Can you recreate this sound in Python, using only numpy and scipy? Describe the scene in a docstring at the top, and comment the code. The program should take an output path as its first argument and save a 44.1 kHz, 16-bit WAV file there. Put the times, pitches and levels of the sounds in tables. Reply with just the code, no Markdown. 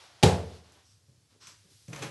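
"""Fitting carpet in a bare room

One microphone in a small room with a wooden floor, within earshot of the work at the skirting board.
One hard knock of a knee-kicked stretcher sets the boards and the room ringing. Knees drag, gloves
brush the pile and weight shifts on the boards. A steel tucking blade scrapes and clicks as it forces
the carpet's edge down. Behind it all lie a faint hiss and a low drone."""
import sys
import numpy as np
from scipy import signal
from scipy.fft import rfft, irfft
from scipy.io import wavfile

SR = 44100
rng = np.random.default_rng(int(sys.argv[2]) if len(sys.argv) > 2 else 0)


def generate_wav(sig):
    """Save sig (samples, or channels by samples) to the path in sys.argv[1] as 16-bit PCM at SR."""
    pcm = np.round(np.clip(np.atleast_2d(sig).T, -1, 1) * 32767).astype(np.int16)
    wavfile.write(sys.argv[1], SR, pcm)


N = 92610
TIME = np.arange(N) / SR


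def from_db(db):
    """Decibels to gain."""
    return 10 ** (np.asarray(db) / 20)


def unit_rms(x):
    """Scale to unit rms."""
    return x / np.sqrt(np.mean(x ** 2) + 1e-20)


def at_hz(points, hz):
    """Read a table on a log-frequency axis."""
    points_hz, values = np.transpose(points)
    return np.interp(np.log(np.maximum(hz, 1)), np.log(points_hz), values)


def colour(noise, spectrum, tilt_db=0):
    """Give a noise a spectrum, tilted per octave and falling away below its first point; rms 1."""
    hz = np.maximum(np.arange(N // 2 + 1) * SR / N, 1)
    gain = from_db(at_hz(spectrum, hz) + tilt_db * np.log2(hz))
    bass_rolloff = np.minimum(hz / spectrum[0][0], 1) ** 2
    return unit_rms(irfft(rfft(noise) * gain * bass_rolloff, N))


def decay(start, t60):
    """Sudden start, exponential decay."""
    return (TIME >= start) * from_db(-60 * np.maximum(TIME - start, 0) / t60)


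def rise(start, rise_s):
    """Straight ramp from silence to full level."""
    return np.clip((TIME - start) / rise_s, 0, 1)


def pulses(times, levels_db):
    """One click per contact."""
    out = np.zeros(N)
    np.add.at(out, (np.asarray(times) * SR).astype(int), from_db(levels_db))
    return out


def ring(force, modes):
    """A force sets a body's modes ringing, with alternating signs."""
    out = 0
    for k, (hz, db, t60) in enumerate(modes):
        radius, angle = np.exp(-np.log(1000) / (t60 * SR)), 2 * np.pi * hz / SR
        poles = [1, -2 * radius * np.cos(angle), radius ** 2]
        out += (-1) ** k * from_db(db) * signal.lfilter([0, np.sin(angle)], poles, force + 1e-18)
    return out


def friction(spectrum, tilt_db, grains_per_s, spread_db, smooth):
    """Fibres snap free at random, in uneven sizes, over a smooth steady hiss."""
    sizes = from_db(spread_db * np.minimum(rng.exponential(1, N), 4)) * rng.choice([-1, 1], N)
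    grains = unit_rms(sizes * (rng.random(N) < grains_per_s / SR))
    return colour(grains + smooth * rng.standard_normal(N), spectrum, tilt_db)


def stroke(start, length, db, rise_s=0.027, t60_s=0.35):
    """The level of a rubbing movement swells, holds and dies away in the room."""
    since_end = np.maximum(TIME - start - length, 0)
    return from_db(db) * rise(start, rise_s) * from_db(-60 * since_end / t60_s)


# Reverberation of the bare room: frequency_hz, t60_s
ROOM_DECAY = [(100, 0.6), (400, 0.55), (800, 0.51), (2000, 0.4), (5000, 0.35), (11000, 0.36)]
def room_tail(start, spectrum, tilt_db=0):
    """Dense reflections build up, then die octave by octave, the treble first."""
    noise = rfft(colour(rng.standard_normal(N), spectrum, tilt_db))
    hz = np.arange(len(noise)) * SR / N
    octave = np.log2(np.clip(hz, 100, 12800) / 100)
    tail = 0
    for k in range(8):
        band = irfft(noise * np.maximum(1 - abs(octave - k), 0), N)
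        tail += band * decay(start, at_hz(ROOM_DECAY, 100 * 2 ** k))
    return tail * rise(start, rise_s=0.0034)


# Still air all around the microphone: frequency_hz, density_db
AIR_SPECTRUM = [(30, -30.5), (60, -10.5), (100, 5.5), (150, -11), (300, -18), (1000, -26), (2500, -26.5),
                (5200, -21), (8000, -25), (11500, -29.5)]
def room_tone(air_db=-66, drone_hz=93.7, drone_db=-79):
    """Faint hiss and rumble with a low drone."""
    air = from_db(air_db) * colour(rng.standard_normal(N), AIR_SPECTRUM)
    drone = from_db(drone_db) * np.sin(2 * np.pi * (drone_hz * TIME + rng.random()))
    return air + drone


# Knees moving down on the floor: start_s, length_s, level_db
KNEE_DRAGS = [(0.651, .13, -70.5), (1.303, 0.058, -69), (1.627, 0.063, -70.5)]
# Their muffled rub: frequency_hz, density_db
KNEE_SPECTRUM = [(260, 1), (440, 1), (1100, -32)]
def knees():
    """Dull rub of knees dragging on the carpet."""
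    rub = friction(KNEE_SPECTRUM, 0, grains_per_s=900, spread_db=4.5, smooth=0.55)
    return sum(stroke(*drag) for drag in KNEE_DRAGS) * rub


# Gloves passing over the carpet: start_s, length_s, level_db, tilt_db_per_octave
GLOVE_BRUSHES = [(-.02, 0.076, -54.5, -0.5), (0.07, 0.17, -60.5, -1), (0.362, .21, -57, 0),
                 (0.62, 0.18, -63, -1), (1.105, 0.026, -75, 22), (1.283, 0.058, -69.5, 0),
                 (1.56, 0.19, -65.5, 4.5), (1.685, 0.34, -60.5, 6.5)]
# The brushed pile: frequency_hz, density_db
PILE_SPECTRUM = [(200, -10), (700, 2.5), (1200, 1), (2400, -2), (3800, 0.5), (5500, -1.5), (7500, -9),
                 (11500, -14)]
def gloves():
    """Fine hiss of gloves and sleeves on the pile."""
    out = 0
    for start, length, db, tilt_db in GLOVE_BRUSHES:
        hiss = friction(PILE_SPECTRUM, tilt_db, grains_per_s=1700, spread_db=1.0, smooth=3.5)
        out += stroke(start, length, db) * hiss
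    return out


# Weight shifting on the boards under the fitter: start_s, level_db, pitch_hz
WEIGHT_SHIFTS = [(1.082, -49.5, 130), (1.123, -62.5, 145), (1.47, -53.5, 148), (1.646, -56, 179),
                 (1.883, -29, 153), (1.921, -49, 145), (2.035, -36.5, 185)]
# The boards around the fitter: pitch_hz, gain_db, t60_s
BOARD_MODES = [(128, -5.5, 0.35), (152.7, -7, 0.5), (306, -15.5, 1), (440, -16.5, 0.54), (557, -9.5, 0.61)]
# Carpet giving under a push, heard off the walls: frequency_hz, density_db
SCUFF_SPECTRUM = [(110, -1), (155, 5), (260, -12.5), (450, -11.5), (700, -20.5), (2000, -32.5)]
def board_thumps(rise_s=0.0061, t60_s=0.099, room_db=-15, ring_db=-6, soft_hz=280):
    """Each soft push flexes one board for a few cycles; the floor and the room answer faintly."""
    thumps = 0
    for start, db, hz in WEIGHT_SHIFTS:
        flex = rise(start, rise_s) * decay(start, t60_s) * np.sin(2 * np.pi * hz * (TIME - start))
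        echo = from_db(room_db) * room_tail(start + rise_s, SCUFF_SPECTRUM)
        thumps += from_db(db) * (flex + echo)
    times, levels_db, _ = np.transpose(WEIGHT_SHIFTS)
    soften = signal.butter(2, soft_hz, fs=SR, output="sos")
    pushes = signal.sosfilt(soften, pulses(times, levels_db + ring_db))
    return thumps + ring(pushes, BOARD_MODES)


# Resonances of the tucking blade: pitch_hz, width_hz, gain_db
STEEL_MODES = [(2420, 400, 4), (3350, 30, 9), (6100, 103, 14.5)]
def steel(scrape, share=1):
    """The blade sings along with whatever scrapes it; share scales the added ring."""
    out = scrape
    for hz, width, db in STEEL_MODES:
        radius = np.exp(-np.pi * width / SR)
        zeros = np.array([1, 0, -1]) * (1 - radius ** 2) / 2
        poles = [1, -2 * radius * np.cos(2 * np.pi * hz / SR), radius ** 2]
        out = out + share * from_db(db) * signal.lfilter(zeros, poles, scrape + 1e-18)
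    return out


# Blade passes along the skirting board: start_s, length_s, level_db, tilt_db_per_octave
BLADE_SLIDES = [(0.831, 0.1, -65, 3.5), (1.398, 0.08, -53.5, -0.7), (1.467, 0.022, -55, -2)]
# Their thin scrape: frequency_hz, density_db
SLIDE_SPECTRUM = [(300, 0), (780, -4.5), (1000, 7.5), (1550, 8), (2000, 1.5), (2900, 5), (4000, 6.5),
                  (5700, 12.5), (7000, 0.5), (8400, 4.5), (9200, -10), (11500, -6.5)]
def blade_slides():
    """The blade slides lightly along the carpet's edge."""
    out = 0
    for start, length, db, tilt_db in BLADE_SLIDES:
        scrape = friction(SLIDE_SPECTRUM, tilt_db, grains_per_s=8400, spread_db=0, smooth=1.5)
        out += stroke(start, length, db) * scrape
    return out


# Pushes into the gap under the skirting board: start_s, length_s, level_db
BLADE_TUCKS = [(1.913, 0.079, -48.5), (2.006, 0.035, -43.5)]
# The carpet's stiff backing: frequency_hz, density_db
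BACKING_SPECTRUM = [(100, 2), (180, -26), (550, -7), (800, 5), (1800, 0), (2600, -1), (4200, -4),
                    (6200, -7), (8000, -12.5), (9300, -11), (11500, -11.5)]
def blade_tucks():
    """The blade grinds the coarse backing down, and both steel and boards sound."""
    grind = friction(BACKING_SPECTRUM, 0, grains_per_s=3000, spread_db=3.0, smooth=1.0)
    boards = unit_rms(ring(rng.standard_normal(N), BOARD_MODES))
    return sum(stroke(*tuck) for tuck in BLADE_TUCKS) * (steel(grind, share=0.17) + boards)


# The blade catching and slipping at the edge: start_s, length_s, level_db, tilt_db_per_octave
BLADE_SLIPS = [(.722, 0.0011, -61, 13), (1.4713, 0.00069, -46.5, 3), (1.7215, .001, -66, 6),
               (1.882, 0.0032, -55, -0.5), (1.93, 0.0076, -44.5, -4), (1.9617, 0.0029, -42, -3),
               (2.0227, 0.008, -41, -2.5), (2.0274, 0.0024, -39, -5), (2.035, 0.0017, -42.5, -2.5)]
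# The crunch of one slip: frequency_hz, density_db
SLIP_SPECTRUM = [(300, -9), (900, -8), (1600, -7), (2500, -7.5), (4300, -11), (7800, -7), (9500, -19.5),
                 (11500, -16.5), (14000, -36)]
def blade_clicks(rise_s=0.0019, t60_s=0.0061, room_db=-7):
    """Each slip is a crunch of a few milliseconds that rings the steel and echoes in the room."""
    direct, echo = 0, 0
    for start, length, db, tilt_db in BLADE_SLIPS:
        end = start + length
        envelope = rise(start - rise_s, rise_s) * np.where(TIME < end, 1, decay(end, t60_s))
        direct += from_db(db) * envelope * colour(rng.standard_normal(N), SLIP_SPECTRUM, tilt_db)
        echo += from_db(db + room_db) * room_tail(start, SLIP_SPECTRUM, tilt_db)
    return steel(direct) + steel(echo, share=0.42)


# The stretcher's contacts, first touch to last rebound: start_s, crack_db, push_db
KICK_CONTACTS = [(0.2279, -4.5, -24), (0.2316, -5.5, -14.5), (0.2340, 1, -2.5), (0.2415, -8, -12.5)]
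# The crack, straight to the microphone: frequency_hz, density_db
CRACK_SPECTRUM = [(100, 5.5), (400, 10.5), (750, 3.5), (1150, -16), (2000, 0), (4200, 1), (6000, -5),
                  (8500, -10.5), (11500, -15)]
# Dead, hollow thud of the stretcher's head in the carpet: pitch_hz, gain_db, t60_s
HEAD_MODES = [(108, -4, .075), (170, -8, 0.06), (380, -16, 0.015), (806, -13, 0.06)]
# Floorboards and low room resonances: pitch_hz, gain_db, t60_s
FLOOR_AND_ROOM_MODES = [(78.6, -20.5, 0.72), (93.27, -14, .53), (151.4, -18.5, 0.34), (164.9, -22, 0.45),
                        (182, -14, 0.45), (274.2, -26.5, 0.3), (367.3, -23.5, 0.42), (417, -21, 0.3),
                        (444.3, -21.5, 0.53), (505, -26, 0.33), (720.5, -23.5, 0.3), (835, -24.5, 0.34),
                        (885, -30.5, .35)]
# The boom, coming back from the walls farther off: frequency_hz, density_db
BOOM_SPECTRUM = [(65, -21.5), (90, -8), (180, 0.5), (290, -9), (450, -2), (850, -7.5), (1100, -15),
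                 (1900, -16.5), (4200, -17.5), (8000, -24), (11500, -32)]
def stretcher_knock(crack_gain_db=-14, crack_t60_s=0.02, boom_db=-18):
    """Quick contacts crack, thud and drive the floor; the boom fills the room from the second on."""
    times, crack_db, push_db = np.transpose(KICK_CONTACTS)
    bursts = sum(from_db(db) * decay(start, crack_t60_s) for start, db in zip(times, crack_db))
    crack = from_db(crack_gain_db) * bursts * colour(rng.standard_normal(N), CRACK_SPECTRUM)
    pushes = pulses(times, push_db)
    boom = from_db(boom_db) * room_tail(times[1], BOOM_SPECTRUM)
    return crack + ring(pushes, HEAD_MODES) + ring(pushes, FLOOR_AND_ROOM_MODES) + boom


def scene():
    """All sources meet at one microphone in the room."""
    fitter = stretcher_knock() + board_thumps() + knees() + gloves()
    blade = blade_slides() + blade_tucks() + blade_clicks()
    return (fitter + blade + room_tone())[None]


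def record(dry, low_cut_hz=52, high_cut_hz=11700):
    """The microphone sheds deep bass; the top is cut steeply."""
    low_cut = signal.butter(5, low_cut_hz, "high", fs=SR, output="sos")
    high_cut = signal.ellip(10, 0.3, 70, high_cut_hz, fs=SR, output="sos")
    return signal.sosfilt(high_cut, signal.sosfilt(low_cut, dry))


dry = scene()
out = record(dry)
generate_wav(out)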